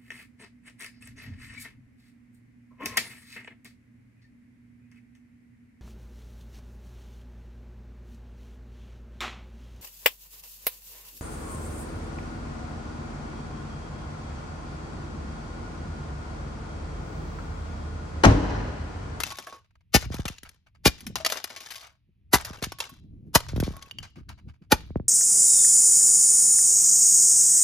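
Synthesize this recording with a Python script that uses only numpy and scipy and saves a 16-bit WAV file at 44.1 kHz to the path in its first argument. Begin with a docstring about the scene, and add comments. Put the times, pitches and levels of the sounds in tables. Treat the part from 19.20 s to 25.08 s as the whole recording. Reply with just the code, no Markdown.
"""Bits of plastic clatter and skid over paving stones, close by, as air rumbles on a moving microphone.
Then a hammer smashes a hollow plastic toy telephone with five blows. Each blow crushes the shell in a
burst of cracks and a low thud. The pieces bounce, slide, rock and scuff on the stone, and one small
shard pings twice. The patio answers with a short, faint echo."""
import sys
import numpy as np
from scipy import signal
from scipy.fft import rfft, irfft, next_fast_len
from scipy.io import wavfile
from scipy.ndimage import uniform_filter1d, map_coordinates

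SR = 44100
rng = np.random.default_rng(int(sys.argv[2]) if len(sys.argv) > 2 else 0)


def to_wav(sig):
    """Store sig (one row per channel, or 1-D mono) as 16-bit WAV at the path in sys.argv[1].

    Samples outside -1..1 are clipped; the rate is SR.
    """
    pcm = np.clip(np.atleast_2d(sig), -1, 1) * 32767
    pcm = np.round(pcm).astype(np.int16)
    wavfile.write(sys.argv[1], SR, pcm.T)  # frames by channels


N = 259308
T = np.arange(SR // 4) / SR  # seconds since the start of one hit

# Levels are relative; the functions add their own gains. t60_s is the time to fade by 60 dB.
# A positive pan_db leans left.
# gusts as the microphone swings: peak_s, rumble_db, flutter_vs_rumble_db, swell_s
GUSTS = [(0, -45.5, -2.5, 0.07), (.88, -35, -25.5, .04), (.98, -40.5, -20, 0.045), (1.27, -54, -21, .025),
         (1.66, -55.5, -12, 0.056), (1.92, -47.5, -6.5, .1), (3.27, -46.5, -16.5, 0.088),
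         (3.48, -48, -20.5, 0.055), (3.98, -45.5, -4, .12), (4.36, -32.5, -25.5, .06),
         (4.52, -42.5, -8, 0.05), (4.81, -48.5, -10, 0.051), (5.01, -42.5, -20.5, .02),
         (5.11, -45.5, -13.5, 0.032), (5.28, -44.5, -14.5, .035), (5.6, -48, -7.5, .06),
         (5.78, -42.5, -15.5, .1)]
# quick puffs of air: peak_s, level_db, half_length_s
PUFFS = [(1.825, -51, 0.014), (1.875, -39, 0.0099), (1.903, -39, 0.0071), (2.892, -66, 0.0129),
         (3.727, -48.5, 0.0067), (3.854, -55.5, 0.012), (4.077, -46.5, 0.015), (4.982, -41.5, .014),
         (5.012, -45.5, 0.0049), (5.275, -52.5, 0.015), (5.422, -51.5, 0.0081)]
# faint air between gusts: rumble_db, flutter_db
CALM = (-66.5, -81.5)
# tone of deep wind, fluttering wind and the quiet garden: pitch_hz, level_db
RUMBLE_TONE = [(20, -10.5), (45, 3.5), (80, 8.5), (120, 4), (200, -12.5), (500, -69)]
FLUTTER_TONE = [(70, -19.5), (160, 5), (300, -3), (500, -22), (1000, -45), (3000, -56)]
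GARDEN_TONE = [(59, -26.5), (100, 0.5), (244, -34), (1450, -35.5), (2470, -25), (7770, -52.5),
               (11600, -44.5), (16000, -55.5)]
# sliding pieces: start_s, length_s, rub_db, scratch_vs_rub_db
SLIDES = [(0, .35, -52.5, 7.5), (.77, .05, -49, 9), (0.912, 0.1, -49, 2.5), (1.069, 0.068, -58.5, 6),
          (1.259, 0.085, -69, 1), (1.68, .21, -61, 5.5), (1.955, 0.052, -48, 1.5), (2.07, .12, -45, 2.5),
          (2.26, 0.2, -58.5, 7), (2.451, .21, -55.5, 8.5), (3.155, .04, -40.5, 3.5), (3.243, .21, -50, -1),
          (3.614, 0.033, -45.5, 3.5), (3.696, 0.081, -74, 8), (4.176, 0.17, -56, -3.5),
          (4.417, 0.29, -52.5, -0.5), (4.791, .08, -63, -1), (5.56, .14, -65.5, -1)]
# tone of rubbing, scratching and scuffing on stone: pitch_hz, level_db
RUB_TONE = [(150, -22.5), (400, -4.5), (900, 0), (1600, 1.5), (2400, -11.5), (4000, -24.5), (9000, -53.5)]
SCRATCH_TONE = [(800, -34), (2000, -4.5), (3200, 1), (6000, 1), (9000, -6.5), (13000, -18), (16000, -22.5)]
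SCUFF_TONE = [(250, -23), (700, -1), (1100, 0), (1450, 3), (1900, -6.5), (2500, -0.5), (3200, -9),
              (5000, -10.5), (7500, -18.5), (14000, -28)]
# pieces hitting stone: start_s, click_db, body_vs_click_db, fizz_vs_click_db, pan_db, t60_s
CLACKS = [(0.002, -23, -5, -7, 9, 0.063), (0.035, -13.5, -15, -12.5, 7, 0.019),
          (0.071, -35, -6.5, -10, 11, 0.1), (0.104, -26.5, -17, -18, 3, .02),
          (0.12, -30.5, -6, -13, 3, 0.037), (0.185, -27, -6.5, -14, 3, .076),
          (0.269, -38, 1.5, -9.5, -1, 0.091), (0.325, -41.5, 2, -24, -2, 0.18),
          (0.824, -34, -1.5, -18, 10, 0.13), (0.943, -29, -10.5, -9, 6, 0.03),
          (1.054, -24, -8, -16, 9, 0.075), (1.08, -23, -16, -14.5, 0.5, 0.035),
          (1.183, -32.5, -33, -33, 2, .025), (1.232, -33, -28, -10.5, 6, 0.043),
          (1.291, -36.5, -33, -10, 5, 0.026), (1.806, -34, -21.5, -9, 3, 0.05),
          (1.866, -27, -17.5, -10, 3.5, 0.072), (1.956, -17, -7.5, -12, 6, 0.07),
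          (2.002, -36.5, -8, -30, 8.5, 0.067), (2.048, -11, -20, -19.5, 3.5, 0.083),
          (2.062, -9, -14.5, -18, 2, 0.036), (2.1, -18, -24, -13.5, 0, .17),
          (2.122, -16.5, -11.5, -10, 8, 0.068), (2.171, -24, -16, -19, 10, 0.061),
          (2.241, -20, -14.5, -10.5, 6.5, .047), (2.155, -39, 5, -6, 9, 0.023),
          (2.301, -34.5, -6.5, -20, 6, 0.21), (2.362, -28, -16.5, -21, 3.5, 0.16),
          (2.404, -32.5, -15, -15, 6, 0.2), (2.506, -30, -18, -12.5, 7, 0.14),
          (2.556, -31, -44, -13, 5, 0.14), (3.248, -25, -26, -12, 0, 0.09),
          (3.332, -39, -7.5, -18, 7.5, 0.13), (3.425, -21.5, -9.5, -14, 4.5, 0.095),
          (3.438, -19, -14.5, -15.5, 0, 0.068), (3.52, -27, -4, -16, 3, 0.051),
          (3.586, -35.5, -10, -6, 0, 0.094), (3.603, -16.5, -16, -17, 2, 0.05),
          (3.694, -51.5, -16, 4, -4, .06), (4.204, -28.5, -6, -17, 2, 0.029),
          (4.285, -31.5, -9.5, -23, 1.5, 0.14), (4.361, -34.5, -8, -13.5, 4.5, 0.12),
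          (4.401, -22.5, -37, -9, 6, 0.045), (4.435, -29.5, -13, -18, 3, 0.24),
          (4.536, -49, 4, -16, 6, .05), (4.566, -44.5, 2, 0.5, 0.5, 0.02),
          (4.624, -31, -24, -21, 4.5, 0.044), (4.828, -35.5, -12, -31, 2, 0.13),
          (5.09, -37, -20.5, -14.5, 7, 0.055), (5.606, -44, -9, -17, -3, 0.035)]
# a clack's body, click and fizz: low_hz, high_hz
CLACK_BANDS = [(260, 1500), (1500, 7000), (7000, 14500)]
# hollow pieces rocking: start_s, length_s, high_ring_db, deep_ring_db
ROCKS = [(.08, 0.33, -46, -59.5), (1.959, .2, -66, -40.5), (2.236, 0.49, -54.5, -57),
         (3.17, 0.153, -69, -47), (3.503, 0.2, -54.5, -64.5), (4.407, 0.29, -52, -59)]
# ringing notes of hollow pieces (high, deep), the toy's shell and a shard: pitch_hz, level_db, t60_s
HIGH_NOTES = [(1030, -11, .08), (1105, 0, .22), (1440, -10, .1)]
DEEP_NOTES = [(575, -6, .05), (648, 0, .12), (760, -6, .05), (900, -7, .05)]
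SHELL_NOTES = [(860, -8, .02), (969, 0, .033), (1130, -6, .025), (1300, -3, .025), (1708, 0, .045),
               (2020, -3, .035), (2460, -9, .03), (2863, -9, .03), (3631, -7, .04), (4021, -8, .04),
               (4600, -10, .03), (5442, -8, .04)]
SHARD_NOTES = [(2720, -9, .018), (2900, -1, .03), (3079, 0, .035), (4619, -8, .025), (5400, -11, .015),
               (6277, -12, .02), (6934, -12, .02), (11500, -16, .015)]
# soft scuffs: start_s, level_db, rise_s
SCUFFS = [(0.443, -67, 0.0058), (.505, -67.5, 0.0032), (.553, -62, .003), (0.607, -66, 0.0032),
          (1.249, -50.5, .008), (1.463, -57, .0067), (1.545, -66, .0076), (2.618, -51.5, 0.024),
          (3.196, -41, .008), (4.828, -46, .011), (4.954, -55.5, 0.015), (5.085, -47.5, 0.0118),
          (5.173, -62, .012), (5.279, -57.5, 0.0097), (5.335, -68, 0.0092), (5.417, -66, 0.01)]
# hammer blows: start_s, crack_db, body_vs_crack_db, fizz_vs_crack_db, pan_db, crush_s,
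# ring_db, pitch_ratio, lowest_note_extra_db, boom_db, knock_vs_boom_db
BLOWS = [(0.742, -13.5, -5, -7.5, 7, 0.021, -9.5, 0.872, -3.5, -12.5, -3.5),
         (1.655, -14, -5.5, -7.5, 4, 0.021, -17.5, 1.42, 4.5, -12, 0.5),
         (3.132, -16.5, 3.5, -0.5, 2, 0.022, -11, 1.002, -2, -16, 5),
         (4.151, -11.5, 1.5, -5, 2, 0.0092, -10.5, 1, 3, -15, -2.5),
         (5.52, -13, 0.5, -7, 1, 0.0041, -12.5, 0.995, 20, -13.5, 5.5)]
# a blow's hollow depth, body, crack and fizz: low_hz, high_hz
BLOW_BANDS = [(220, 700), (700, 2100), (2100, 7000), (7000, 15800)]
# thuds of bouncing pieces: start_s, boom_db, knock_vs_boom_db
THUDS = [(0.857, -34.5, -27), (0.902, -29, -15.5), (0.941, -30, -6), (0.991, -25, -19), (1.052, -28.5, -9),
         (1.098, -36, -17), (1.23, -48, -6), (3.303, -35, -15), (3.422, -28.5, -3), (3.466, -34.5, -14),
         (4.332, -29, -13.5), (4.36, -26, -11), (4.377, -22.5, -14), (4.399, -22.5, -10.5),
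         (4.426, -20, -5.5), (4.467, -34, -10.5), (4.477, -25.5, -5.5), (4.505, -35, -12),
         (5.704, -34.5, -11), (5.757, -20, -4), (5.798, -29, -9)]
# the shard's landings: start_s, level_db, overtones_db
PINGS = [(4.7114, -29, -4), (4.786, -28.5, 1.5)]
# how long the patio echoes: pitch_hz, t60_s
ECHO_TIMES = [(150, 0.3), (1000, 0.19), (4000, 0.45), (12000, 0.066)]
# how much the microphone's body shades its far side: pitch_hz, share_of_pan
SHADOW = [(200, .1), (700, .65), (1400, .9), (2500, 1), (5000, .85), (9000, .35), (15000, .25)]
# how far the left side's wave runs ahead of the right: pitch_hz, lead_radians
LEFT_LEAD = [(60, .66), (500, .7), (1100, .55), (2100, .7), (2700, 1.4), (3400, .6), (4700, .8), (5500, .3),
             (6700, -1), (7850, -2.9), (9400, -3.9), (10300, -6), (12800, -6.6), (14000, -9.3),
             (16000, -9.5)]


def amp(db):
    """Turn decibels into a gain."""
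    return 10 ** (np.asarray(db) / 20)


def unit(x):
    """Scale to an average (rms) level of 1."""
    return x / np.sqrt(np.mean(x ** 2) + 1e-20)


def crest(x):
    """The level of the loudest 4 ms."""
    return np.sqrt(uniform_filter1d(x ** 2, SR // 250).max() + 1e-20)


def along(points, hz):
    """Read between a table's rows on a log pitch scale."""
    pitches, values = np.transpose(points)
    return np.interp(np.log(hz + 1), np.log(pitches + 1), values)


def wobble(rate):
    """A smooth curve through `rate` random points a second."""
    points = rng.standard_normal(int(N * rate / SR) + 4)
    return map_coordinates(points, [np.arange(N) * rate / SR])


def flicker(depth, samples):
    """A jittery gain for one hit."""
    return np.exp(depth * unit(uniform_filter1d(rng.standard_normal(len(T)), size=samples)))


def filtered(x, response):
    """Scale and delay each frequency by response(hz)."""
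    n = x.shape[-1]
    padded = 2 * next_fast_len((n + SR // 8) // 2)
    return irfft(rfft(x, padded) * response(np.fft.rfftfreq(padded, 1 / SR)), padded)[..., :n]


def coloured(x, tone):
    """Shape a sound with a tone table, at level 1."""
    return unit(filtered(x, lambda hz: amp(along(tone, hz))))


def noise(width):
    """Stereo noise: a shared part plus each side's own."""
    return rng.standard_normal(N) + width * rng.standard_normal((2, N))


def fade(t60):
    """Die away by 60 dB in t60 seconds."""
    return np.exp(-np.log(1000) * T / np.maximum(t60, .001))


def movement(start, length, attack_s, sag_db_per_s, stop_db_per_s):
    """The gain of a movement that starts, slowly weakens and stops."""
    t = np.maximum(np.arange(N) / SR - start, 0)
    drop_db = sag_db_per_s * t + stop_db_per_s * np.maximum(t - length, 0)
    return np.minimum(t / attack_s, 1) * amp(-drop_db)


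def add(track, start, sound):
    """Mix a hit in at `start` seconds."""
    i = max(round(start * SR), 0)
    track[:, i:i + len(T)] += sound[..., :N - i]


def ring(notes, scatter_db):
    """A struck object's fading notes, each with a random strength and sign."""
    hz, db, t60 = np.transpose(notes)[:, :, None]
    gain = amp(db + scatter_db * rng.standard_normal(hz.shape)) * rng.choice([-1, 1], hz.shape)
    return np.sum(gain * np.sin(2 * np.pi * hz * T) * fade(t60), axis=0)


def rung_by(notes, knocks):
    """Ring the notes at every knock."""
    tone = ring(notes, scatter_db=-0.5)
    return signal.fftconvolve(knocks, tone / crest(tone))[:N]


def balanced(x, levels_db, bands):
    """Give each pitch band of a hit its own level."""
    parts = [signal.sosfilt(signal.butter(3, band, "band", fs=SR, output="sos"), x) for band in bands]
    return sum((-1) ** k * amp(levels_db[k]) * part / crest(part) for k, part in enumerate(parts))


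def placed(x, pan_db, bounce=.6):
    """Shade the far side and give each side its own reflections off the ground."""
    ground = rng.standard_normal((2, SR // 300))
    ground = bounce * ground / np.linalg.norm(ground, axis=1, keepdims=True)

    def response(hz):
        shade = along(SHADOW, hz)
        return amp(np.outer([.5, -.5], pan_db * shade)) * (1 + shade * rfft(ground, 2 * len(hz) - 2))
    return filtered(x, response)


def clatter(click_db=-9, body_db=-4, fizz_db=-2, note_count=18, attack_s=0.00024):
    """Each piece snaps on the stone, chatters and rings briefly with notes of its own."""
    out = np.zeros((2, N))
    for start, db, body, fizz, pan, t60 in CLACKS:
        hz = rng.uniform(np.sqrt(500), np.sqrt(15000), note_count) ** 2
        piece = ring(np.c_[hz, np.zeros(note_count), np.full(note_count, min(t60, .04))], scatter_db=3)
        snap = 0.42 * fade(t60=0.024)
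        chatter = flicker(.45, samples=60) * fade(t60)
        contact = (snap + chatter) * rng.standard_normal(len(T))
        hit = (0.41 * piece / crest(piece) + contact / crest(contact)) * (1 - np.exp(-T / attack_s))
        levels_db = [db + body + body_db, db + click_db, db + fizz + fizz_db]
        add(out, start, placed(balanced(hit, levels_db, CLACK_BANDS), pan))
    return out


def skids(scratch_db=-2, grit=.55, ticks_per_s=24):
    """Pieces rub and scratch over grit as friction slows them; an edge ticks when it catches."""
    rub, scratch, ticks = np.zeros(N), np.zeros(N), np.zeros((2, N))
    for start, length, db, bright_db in SLIDES:
        speed = movement(start, length, attack_s=0.0061, sag_db_per_s=36, stop_db_per_s=286.5)
        rub += amp(db) * speed
        scratch += amp(db + bright_db) * speed
    grains = np.exp(grit * wobble(350) + 0.23 * wobble(45))
    body = rub * coloured(grains * noise(1.0), RUB_TONE)
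    hiss = amp(scratch_db) * scratch * coloured(grains * noise(.4), SCRATCH_TONE)
    for k, (late, size, pitch) in enumerate(rng.random((160, 3))):
        start = (k + late) / ticks_per_s
        i = int(start * SR)
        if i < N and scratch[i] > 1e-4:  # only while a piece slides
            tone = ring(np.array(SHELL_NOTES) * [1 + 1.5 * pitch, 1, 1], scatter_db=5)
            tick = tone / crest(tone) + fade(t60=.03) * rng.standard_normal(len(T))
            add(ticks, start, scratch[i] * amp(3.5 + 6 * size) * tick / crest(tick))
    return placed(body + hiss, pan_db=3) + placed(ticks, pan_db=7)


def air(garden_db=-79):
    """Gusts and puffs brush the moving microphone over a quiet garden."""
    t = np.arange(N) / SR
    rumble, flutter = amp(CALM)
    for peak, db, flutter_db, swell in GUSTS:
        gust = amp(db) / np.cosh((t - peak) / swell)
        rumble = np.hypot(rumble, gust)
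        flutter = np.hypot(flutter, amp(flutter_db) * gust)
    puffs = sum(amp(db) * np.exp(-((t - peak) / half) ** 2) for peak, db, half in PUFFS)
    low = rumble * amp(0.89 * wobble(8.9)) * coloured(noise(0.33), RUMBLE_TONE)
    high = (flutter * amp(3 * wobble(25)) + puffs) * coloured(noise(.3), FLUTTER_TONE)
    return low + high + amp(garden_db) * coloured(noise(0.8), GARDEN_TONE)


def rocking(ring_db=4, rubbing=.005):
    """Each clack rings the rocking hollow pieces; rough stone keeps them faintly sounding in between."""
    high, deep = np.zeros(N), np.zeros(N)
    for start, length, high_db, deep_db in ROCKS:
        sway = movement(start, length, attack_s=.02, sag_db_per_s=10.5, stop_db_per_s=329.5)
        high += amp(high_db) * sway
        deep += amp(deep_db) * sway
    knocks = rubbing * rng.standard_normal(N)
    for start, *_ in CLACKS:
        knocks[round(start * SR)] += rng.uniform(.5, 1.5)
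    ringing = high * rung_by(HIGH_NOTES, knocks) + deep * rung_by(DEEP_NOTES, knocks)
    return placed(amp(ring_db) * ringing, pan_db=1)


def scuffs(grit=0.38):
    """Short, dull rubs over grit swell and die."""
    push = np.zeros((1, N))
    for start, db, rise in SCUFFS:
        add(push, start, amp(db) * T / rise * np.exp(1 - T / rise))
    grains = np.exp(grit * wobble(340))
    return placed(push * coloured(grains * noise(1.0), SCUFF_TONE), pan_db=2)


def hammer_blows(lead_s=.02, give_s=0.0038, give_db=-11, release_s=0.048, spray_db=-24, spray_s=0.19):
    """The shell gives, cracks over and over as the head sinks in, and sprays splinters."""
    out, t = np.zeros((2, N)), T - lead_s
    for start, db, body, fizz, pan, crush_s, ring_db, pitch, lowest_db, _, _ in BLOWS:
        giving = amp(give_db) * np.exp(np.minimum(t, 0) / give_s)
        crushing = amp(-4 * np.clip(t / crush_s, 0, 1))
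        after = np.maximum(t - crush_s, 0)
        dying_away = amp(-60 * after / release_s) + amp(spray_db - 60 * after / spray_s)
        force = np.where(t < 0, giving, crushing) * dying_away
        cracks = force * flicker(.3, samples=40) * rng.standard_normal(len(T))
        notes = np.array(SHELL_NOTES) * [pitch, 1, 1]  # each break retunes the shell
        notes[0, 1] += lowest_db
        shell = ring(notes, scatter_db=2)
        ringing = signal.fftconvolve(cracks, shell / np.linalg.norm(shell))[:len(T)]
        levels_db = [db - 9, db + body - 2, db - 2, db + fizz + 1]
        burst = balanced(cracks + amp(ring_db) * ringing, levels_db, BLOW_BANDS)
        add(out, start - lead_s, placed(burst, pan))
    return out


def thuds(lag_cycles=1.3, knock_db=4, landing_s=.003, gain_per_crush_s=18):
    """The hammer and bouncing pieces give dull pushes; the lows arrive last, so each falls in pitch."""
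    out, hz = np.zeros((2, N)), np.fft.rfftfreq(len(T), 1 / SR)
    tone_db = along([(15, -26), (40, -5.5), (65, 3.5), (115, 0.0), (160, 1.0), (250, -1.5), (500, -8.5),
                     (1000, -25), (2200, -40.5), (4000, -70.5), (9000, -115)], hz)
    glide = np.exp(-2j * np.pi * lag_cycles * np.log(hz + 1))
    pushes = [(start, amp(db), knock) for start, db, knock in THUDS]
    # The head thuds as it lands and again as it bottoms out, harder the deeper it sank.
    for start, _, _, _, _, crush_s, _, _, _, boom, knock in BLOWS:
        pushes += [(start + landing_s, amp(boom), knock),
                   (start + landing_s + .8 * crush_s, amp(boom) * gain_per_crush_s * crush_s, knock)]
    for start, gain, knock in pushes:
        hardness_db = (knock + knock_db) * along([(120, 0.069), (450, 0.82)], hz)
        push = irfft(amp(tone_db + hardness_db) * glide, len(T))
        add(out, start, gain * push / crest(push))
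    return out


def shard_pings(ping_db=-3):
    """One small stiff shard lands twice; a harder landing brings out its high notes."""
    out = np.zeros((2, N))
    hz, note_db, t60 = np.transpose(SHARD_NOTES)
    for start, db, overtones_db in PINGS:
        notes = np.c_[hz, note_db + overtones_db * (hz > 4000), t60]
        hit = ring(notes, scatter_db=0.5) + 0.2 * fade(t60=0.034) * rng.standard_normal(len(T))
        add(out, start, placed(amp(db + ping_db) * hit / crest(hit), pan_db=2))
    return out


def patio_echo(x, build_s=0.026):
    """Furniture and walls scatter a short echo, different on each side."""
    hz, t, spectrum = signal.stft(rng.standard_normal((2, SR // 2)), SR, nperseg=256)
    decay = amp(-60 * t / along(ECHO_TIMES, hz)[:, None])
    _, tail = signal.istft(spectrum * decay, SR, nperseg=256)
    tail *= 1 - np.exp(-np.arange(tail.shape[1]) / SR / build_s)
    return signal.fftconvolve(x, tail / np.linalg.norm(tail[0]), axes=1)[:, :N]


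def scene():
    """Mix all the sounds on the patio."""
    smash, bits, low = hammer_blows(), clatter() + shard_pings(), thuds()
    echo = patio_echo(amp(-31.5) * smash + amp(-21.5) * bits + amp(-28.0) * low)
    return smash + bits + low + skids() + rocking() + scuffs() + echo + air()


def record(dry):
    """A microphone with two spaced openings softly squashes loud peaks and cuts the highest treble."""
    ceiling, top_hz = .9, 16050
    pair = filtered(dry, lambda hz: np.exp(1j * np.outer([.5, -.5], along(LEFT_LEAD, hz))))
    squashed = pair / (1 + np.abs(pair / ceiling) ** 4) ** (1 / 4)
    return filtered(squashed, lambda hz: 1 / (1 + (hz / top_hz) ** 120))


dry = scene()
out = record(dry)
to_wav(out)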